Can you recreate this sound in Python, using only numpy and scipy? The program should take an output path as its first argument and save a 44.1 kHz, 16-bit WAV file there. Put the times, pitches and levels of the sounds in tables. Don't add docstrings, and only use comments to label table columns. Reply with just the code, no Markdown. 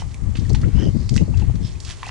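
import sys
import numpy as np
from scipy import signal
from scipy.fft import rfft, irfft
from scipy.io import wavfile

SR = 44100
rng = np.random.default_rng(int(sys.argv[2]) if len(sys.argv) > 2 else 0)


def materialize(psi):
    bounded = np.clip(np.atleast_2d(psi).T, -1, 1)
    quanta = np.round(bounded * 32767).astype(np.int16)
    wavfile.write(sys.argv[1], SR, quanta)


N = 92610

# start in seconds, level in dB, centre in Hz, width in octaves, decay in seconds.
MUD_SQUELCHES = [(.0215, -39, 1070, 0.8, 0.0015), (0.822, -39, 1530, 0.27, 0.015),
                 (0.1432, -30.5, 6000, 1.6, 0.0029), (0.3535, -32.5, 2200, 0.99, 0.0096),
                 (0.368, -34, 3220, 1.4, 0.013), (.394, -37, 4600, 0.53, 0.0093),
                 (0.494, -27.5, 4760, 0.86, 0.0031), (0.5022, -28.5, 4870, 0.25, 0.0014),
                 (0.5317, -27, 6500, 0.5, 0.0019), (0.547, -26, 2700, 1.34, 0.0082),
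                 (0.614, -30.5, 3400, 4.8, 0.0059), (0.633, -33, 1550, 0.34, 0.0021),
                 (1.0913, -24, 5000, 1.8, 0.0028), (1.0939, -17.5, 5200, 0.83, 0.0018),
                 (1.1411, -23.5, 5700, 1.4, 0.0019), (1.153, -29, 6000, 1.4, 0.0024),
                 (1.163, -17.5, 4840, 1.9, 0.003), (1.1785, -19, 2770, 0.3, 0.0015),
                 (1.372, -35, 4800, 1.1, 0.0097), (1.396, -36, 3000, 1.8, 0.0092),
                 (1.554, -39.5, 4460, 1.6, 0.0081), (1.802, -27.5, 7200, 0.81, 0.0051),
                 (1.848, -29.5, 5200, 0.76, 0.01), (2.031, -19.5, 1990, 0.57, 0.0011),
                 (2.051, -35, 3600, 1.3, 0.0025), (2.064, -34.5, 4200, 0.91, 0.0058),
                 (2.0857, -28.5, 3900, 0.58, 0.0017), (2.092, -23, 2000, 0.81, 0.0018)]
# time in seconds, peak in dB, centre in Hz, width in octaves.
MUD_SNAPS = [(.1433, -16, 9800, 0.36), (.5033, -22, 5400, .5), (.5323, -17, 8500, 0.32),
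             (0.548, -24, 3000, 0.71), (1.095, -15, 8600, 0.88), (1.142, -26, 6300, .8),
             (1.1645, -7.5, 6060, 0.54), (1.1781, -12, 3000, 0.84)]
# start in seconds, pitch in Hz, gain in dB, decay in seconds, glide in octaves per second.
AIR_POCKETS = [(.021, 846, -14, 0.00097, 10), (.1435, 2260, -26.5, 0.0013, 0),
               (0.357, 2450, -23, 0.0009, 23), (.373, 4300, -27.5, 0.0023, 46),
               (0.452, 1910, -38, 0.0058, -9), (0.509, 4440, -39, 0.0024, -9),
               (0.496, 4000, -29, 0.0028, 56), (0.5487, 825, -31, 0.0063, 8),
               (0.633, 1296, -30.5, 0.0075, 12), (0.6385, 1700, -30.5, 0.0051, 74),
               (0.781, 905, -33, 0.0059, 17), (0.82, 940, -35.5, 0.0058, 14),
               (1.1619, 1470, -19, 0.0017, 33), (1.1787, 2150, -32.5, 0.0047, -12),
               (1.338, 835, -25.5, 0.0016, 13), (1.343, 2670, -29, 0.0022, 0), (1.42, 926, -36, 0.015, -19),
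               (1.423, 2720, -33, 0.0028, -5), (1.753, 2450, -41.5, 0.0068, 7),
               (2.0295, 1036, -20, 0.0035, 20), (2.037, 957, -24, 0.0038, 24),
               (2.042, 2576, -33, 0.0071, -50.5), (2.059, 2750, -22.5, 0.0021, -37),
               (2.068, 716, -24.5, 0.0043, 39), (2.077, 1850, -25, 0.0022, 32),
               (2.0894, 2740, -23.5, 0.0024, 3), (2.091, 1020, -19, 0.0015, 10)]
# peak time, rise and fall in seconds, level in dB, centre in Hz, width in octaves.
WATER_SPRAYS = [(.008, 0.032, 0.022, -37, 4560, 5.8), (.1, 0.064, 0.11, -48.5, 5600, 1.1),
                (.45, 0.2, 0.12, -46.5, 3000, 5.7), (.815, 0.12, 0.045, -45, 1740, 0.88),
                (1.04, 0.24, 0.22, -48.5, 4700, 0.29), (1.176, 0.026, 0.0072, -31.5, 6360, 0.43),
                (1.404, 0.054, 0.14, -49, 2120, 0.91), (1.666, 0.042, 0.086, -42, 4100, 1),
                (1.83, 0.023, 0.12, -41, 7350, 0.58), (1.902, 0.029, 0.022, -29, 3440, 1.94),
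                (2.085, 0.14, 0.037, -37, 3400, 11)]
# time in seconds, left level in dB, right level in dB.
WIND_LEVELS = [(0, -29, -32), (0.191, -26, -36), (.45, -17, -33.5), (.62, -14.5, -22), (.78, -17, -33.5),
               (1.04, -16.5, -29.5), (1.27, -20, -27), (1.418, -18.5, -29), (1.68, -21, -30.5),
               (1.82, -32.5, -39), (2.1, -34, -38)]
# frequency in Hz, relative level in dB.
WIND_SPECTRUM = [(12, -24), (25, -7.5), (45, 0), (70, 2.5), (115, -1.5), (160, -12), (250, -22.5),
                 (400, -35.5), (800, -54)]
# peak time in seconds, half length in seconds, level in dB,
# corner in Hz, port (0 left, 1 right).
WIND_EDDIES = [(0.052, 0.049, -23, 81, 0), (0.232, 0.012, -14, 83, 0), (0.286, 0.021, -11.5, 76, 0),
               (0.355, 0.0029, -22, 358, 1), (0.39, 0.0042, -5.5, 114, 0), (0.423, 0.012, -14.5, 150, 0),
               (.505, 0.0034, -22, 600, 0), (0.512, 0.016, -13.5, 227, 0), (0.539, 0.01, -4.5, 102, 0),
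               (0.563, 0.013, -29, 191, 1), (0.584, 0.014, -16.5, 203, 0), (0.65, 0.024, -12, 159, 0),
               (0.674, 0.015, -11.5, 187, 0), (0.764, 0.017, -5.5, 84, 0), (0.795, 0.0072, -8, 203, 0),
               (0.829, 0.018, -15, 271, 0), (0.867, 0.019, -21.5, 177, 1), (0.879, 0.016, -9.5, 214, 0),
               (0.96, 0.011, -9, 197, 0), (1.016, 0.019, -20, 187, 0), (1.129, 0.017, -9.5, 142, 0),
               (1.17, 0.008, -8, 150, 0), (1.211, 0.017, -20, 187, 1), (1.2134, 0.0039, -14.5, 397, 0),
               (1.222, 0.013, -6.5, 171, 0), (1.281, 0.0014, -19.5, 437, 0), (1.305, 0.02, -12.5, 157, 0),
               (1.382, 0.024, -9, 108, 0), (1.428, 0.02, -11.5, 128, 0), (1.492, 0.015, -7.5, 84, 0),
               (1.499, 0.0031, -25, 750, 0), (1.553, 0.0085, -12.5, 140, 0), (1.611, 0.017, -16.5, 140, 0),
               (1.649, 0.0054, -14, 105, 0), (1.766, 0.0078, -22.5, 137, 0), (1.874, 0.034, -25, 75, 0)]
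# start and length in seconds, pulses per second, pitch in Hz,
# level in dB, second resonance in Hz, its level in dB.
ANIMAL_TRILLS = [(-.06, 0.099, 90, 3030, -43.5, 5500, -49.5), (0.74, 0.17, 92, 3070, -42.5, 5130, -46.5),
                 (1.614, 0.082, 96.7, 5330, -45, 3470, -48)]
# frequency in Hz, relative level in dB.
AIR_SPECTRUM = [(100, -1.5), (350, 6), (520, -2.5), (700, -4), (1100, -4.5), (1500, -13), (2100, -7.5),
                (3300, -27), (5000, -22.5), (7000, -8), (9300, -4.5), (11000, -15)]
# frequency in Hz, gain in dB.
LEFT_SHADE = [(500, -3), (1100, 1.5), (2000, -1.5), (3200, -2), (5500, -11), (10000, -6.5)]
# frequency in Hz, gain in dB.
MIC_TREBLE = [(6500, -0.5), (8000, -7.5), (10500, -15)]


def squelches():
    attack_s, dribble_db, dribble_s = 0.00043, -36.5, 0.061
    out, drops = np.zeros(N), droplets(spread_db=2)
    for start, db, hz, octaves, decay in MUD_SQUELCHES:
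        age = np.maximum(clock() - start, 0)
        attack = np.minimum(age / attack_s, 1)
        fall = np.exp(-age / decay) + undb(dribble_db) * np.exp(-age / dribble_s)
        burst = even(band(random_shift(drops), hz, octaves), span_s=0.0027)
        out += undb(db) * attack * fall * burst
    return out


def snaps():
    out = np.zeros(N)
    for when, db, hz, octaves in MUD_SNAPS:
        tick = band(signal.unit_impulse(N, int(when * SR)), hz, octaves)
        out += undb(db) * tick / tick.max()
    return out


def bubbles():
    attack_s = 0.0012
    out, age = np.zeros(N + SR), np.arange(SR // 25) / SR
    for start, hz, db, decay, glide in AIR_POCKETS:
        pitch = np.minimum(hz * 2 ** (glide * age), SR / 4)
        envelope = np.minimum(age / attack_s, 1) * np.exp(-age / decay)
        at = int(start * SR)
        out[at:at + len(age)] += undb(db) * envelope * np.sin(2 * np.pi * np.cumsum(pitch) / SR)
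    return out[:N]


def sprays():
    out, drops = np.zeros(N), droplets(spread_db=6)
    for peak, rise, fall, db, hz, octaves in WATER_SPRAYS:
        age = clock() - peak
        swell = np.exp(-np.maximum(-age / rise, age / fall))
        out += undb(db) * swell * band(random_shift(drops), hz, octaves)
    return out


def droplets(spread_db):
    count, drops_per_s, low_hz, high_hz = 10000, 5000, 830, 12000
    decay_cycles, glide = 1.4, 0.019
    when, pitch, size = rng.random(count), rng.random(count), rng.standard_normal(count)
    hz = low_hz + (high_hz - low_hz) * pitch ** 1.5
    steps = np.arange(160)
    cycles = hz[:, None] * steps / SR
    envelopes = np.exp(-cycles / decay_cycles) * (1 - steps / len(steps))
    gains = undb(spread_db * np.minimum(size, 3)) * (hz / high_hz) ** 1.17
    rings = gains[:, None] * envelopes * np.sin(2 * np.pi * cycles * (1 + glide * cycles))
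    starts = (when * count / drops_per_s * SR).astype(int)
    stream = np.bincount((starts[:, None] + steps).ravel(), rings.ravel())
    mist = 0.5 * noise()
    return unit(np.resize(stream, N)) + mist


def stray_drops():
    drops_per_s, spread_db, level_db = 79, 4, -58.5
    hits = rng.random(N) < drops_per_s / SR
    sizes = undb(spread_db * np.clip(noise(), -2, 2))
    return undb(level_db) * band(hits * sizes, hz=3350, octaves=1.83)


def wind():
    port_low_hz, port_high_hz, eddy_order = 38, 820, 2.99
    out = np.zeros((2, N))
    times, *levels = np.array(WIND_LEVELS).T
    for port, db in enumerate(levels):
        churn = even(colour(noise(), WIND_SPECTRUM), span_s=0.13)
        out[port] = undb(np.interp(clock(), times, db)) * churn
    port_band = 1 / np.sqrt((1 + (port_low_hz / bins()) ** 4) * (1 + (bins() / port_high_hz) ** 4))
    for peak, half_length, db, corner_hz, port in WIND_EDDIES:
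        lowpass = 1 / np.sqrt(1 + (bins() / corner_hz) ** (2 * eddy_order))
        eddy = irfft(rfft(noise()) * port_band * lowpass, N)
        swell = np.exp(-.5 * ((clock() - peak) / half_length) ** 2)
        out[port] += undb(db) * swell * even(eddy, span_s=0.022)
    return out


def trills():
    jitter_cycles, arch_hz, octave_db, rasp_octaves = 0.072, 183, -6, 0.086
    out = np.zeros(N)
    for start, length, rate, hz, db, second_hz, second_db in ANIMAL_TRILLS:
        age = clock() - start
        swell = np.sin(np.pi * np.clip(age / length, 0, 1))
        beat = rate * age + jitter_cycles * band(noise(), hz=35, octaves=0.7)
        pulses = unit(np.sin(np.pi * beat) ** 2)
        narrow_noise = band(noise(), hz, octaves=190 / hz)
        phase = np.angle(signal.hilbert(narrow_noise))
        phase += 2 * np.pi * np.cumsum(arch_hz * (swell - 1)) / SR
        tone = unit(np.sin(phase)) + undb(octave_db) * band(noise(), 2 * hz, rasp_octaves)
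        resonance = band(noise(), second_hz, rasp_octaves)
        out += swell * pulses * (undb(db) * tone + undb(second_db) * resonance)
    return out


def across_field(x):
    left_lag_s, scatter_db, scatter_s = 0.00002, -7, 0.026
    age = np.arange(SR // 4) / SR
    tails = rng.standard_normal((2, len(age))) * np.exp(-age / scatter_s)
    tails /= np.sqrt(np.sum(tails ** 2, axis=1, keepdims=True))
    scatter = signal.fftconvolve(x[None], tails, axes=1)[:, :N]
    left = irfft(rfft(x) * np.exp(-2j * np.pi * bins() * left_lag_s), N)
    return np.array([left, x]) + undb(scatter_db) * scatter


def open_air():
    level_db, shared_power = -43.5, 0.2
    centre = np.sqrt(shared_power) * noise()
    sides = np.sqrt(1 - shared_power) * np.array([noise(), noise()])
    return undb(level_db) * unit(colour(centre + sides, AIR_SPECTRUM))


def undb(db):
    return 10 ** (np.asarray(db) / 20)


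def clock():
    return np.arange(N) / SR


def bins():
    return np.maximum(np.arange(N // 2 + 1) * SR / N, 1)


def noise():
    return rng.standard_normal(N)


def unit(x):
    return x / np.sqrt(np.mean(x ** 2))


def even(x, span_s):
    window = signal.windows.hann(int(2 * span_s * SR) + 3)
    power = signal.fftconvolve(x ** 2, window / window.sum(), "same")
    return x / np.sqrt(np.abs(power) + 1e-12)


def colour(x, points):
    hz, db = np.array(points).T
    gain = undb(np.interp(np.log(bins()), np.log(hz), db))
    return irfft(rfft(x) * gain, N)


def band(x, hz, octaves):
    bell = np.exp(-.5 * (np.log2(bins() / hz) / octaves) ** 2)
    return unit(irfft(rfft(x) * bell, N))


def random_shift(x):
    return np.roll(x, rng.integers(N))


def scene():
    wading = squelches() + snaps() + bubbles() + sprays() + stray_drops()
    left, right = across_field(wading + trills()) + open_air()
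    return np.array([colour(left, LEFT_SHADE), right]) + wind()


def record(dry):
    ceiling, top_hz = 0.86, 11000
    softened = colour(dry, MIC_TREBLE)
    rounded = softened / (1 + (softened / ceiling) ** 8) ** (1 / 8)
    lowpass = signal.ellip(10, .2, 80, top_hz, fs=SR, output="sos")
    return signal.sosfilt(lowpass, rounded)


dry = scene()
out = record(dry)
materialize(out)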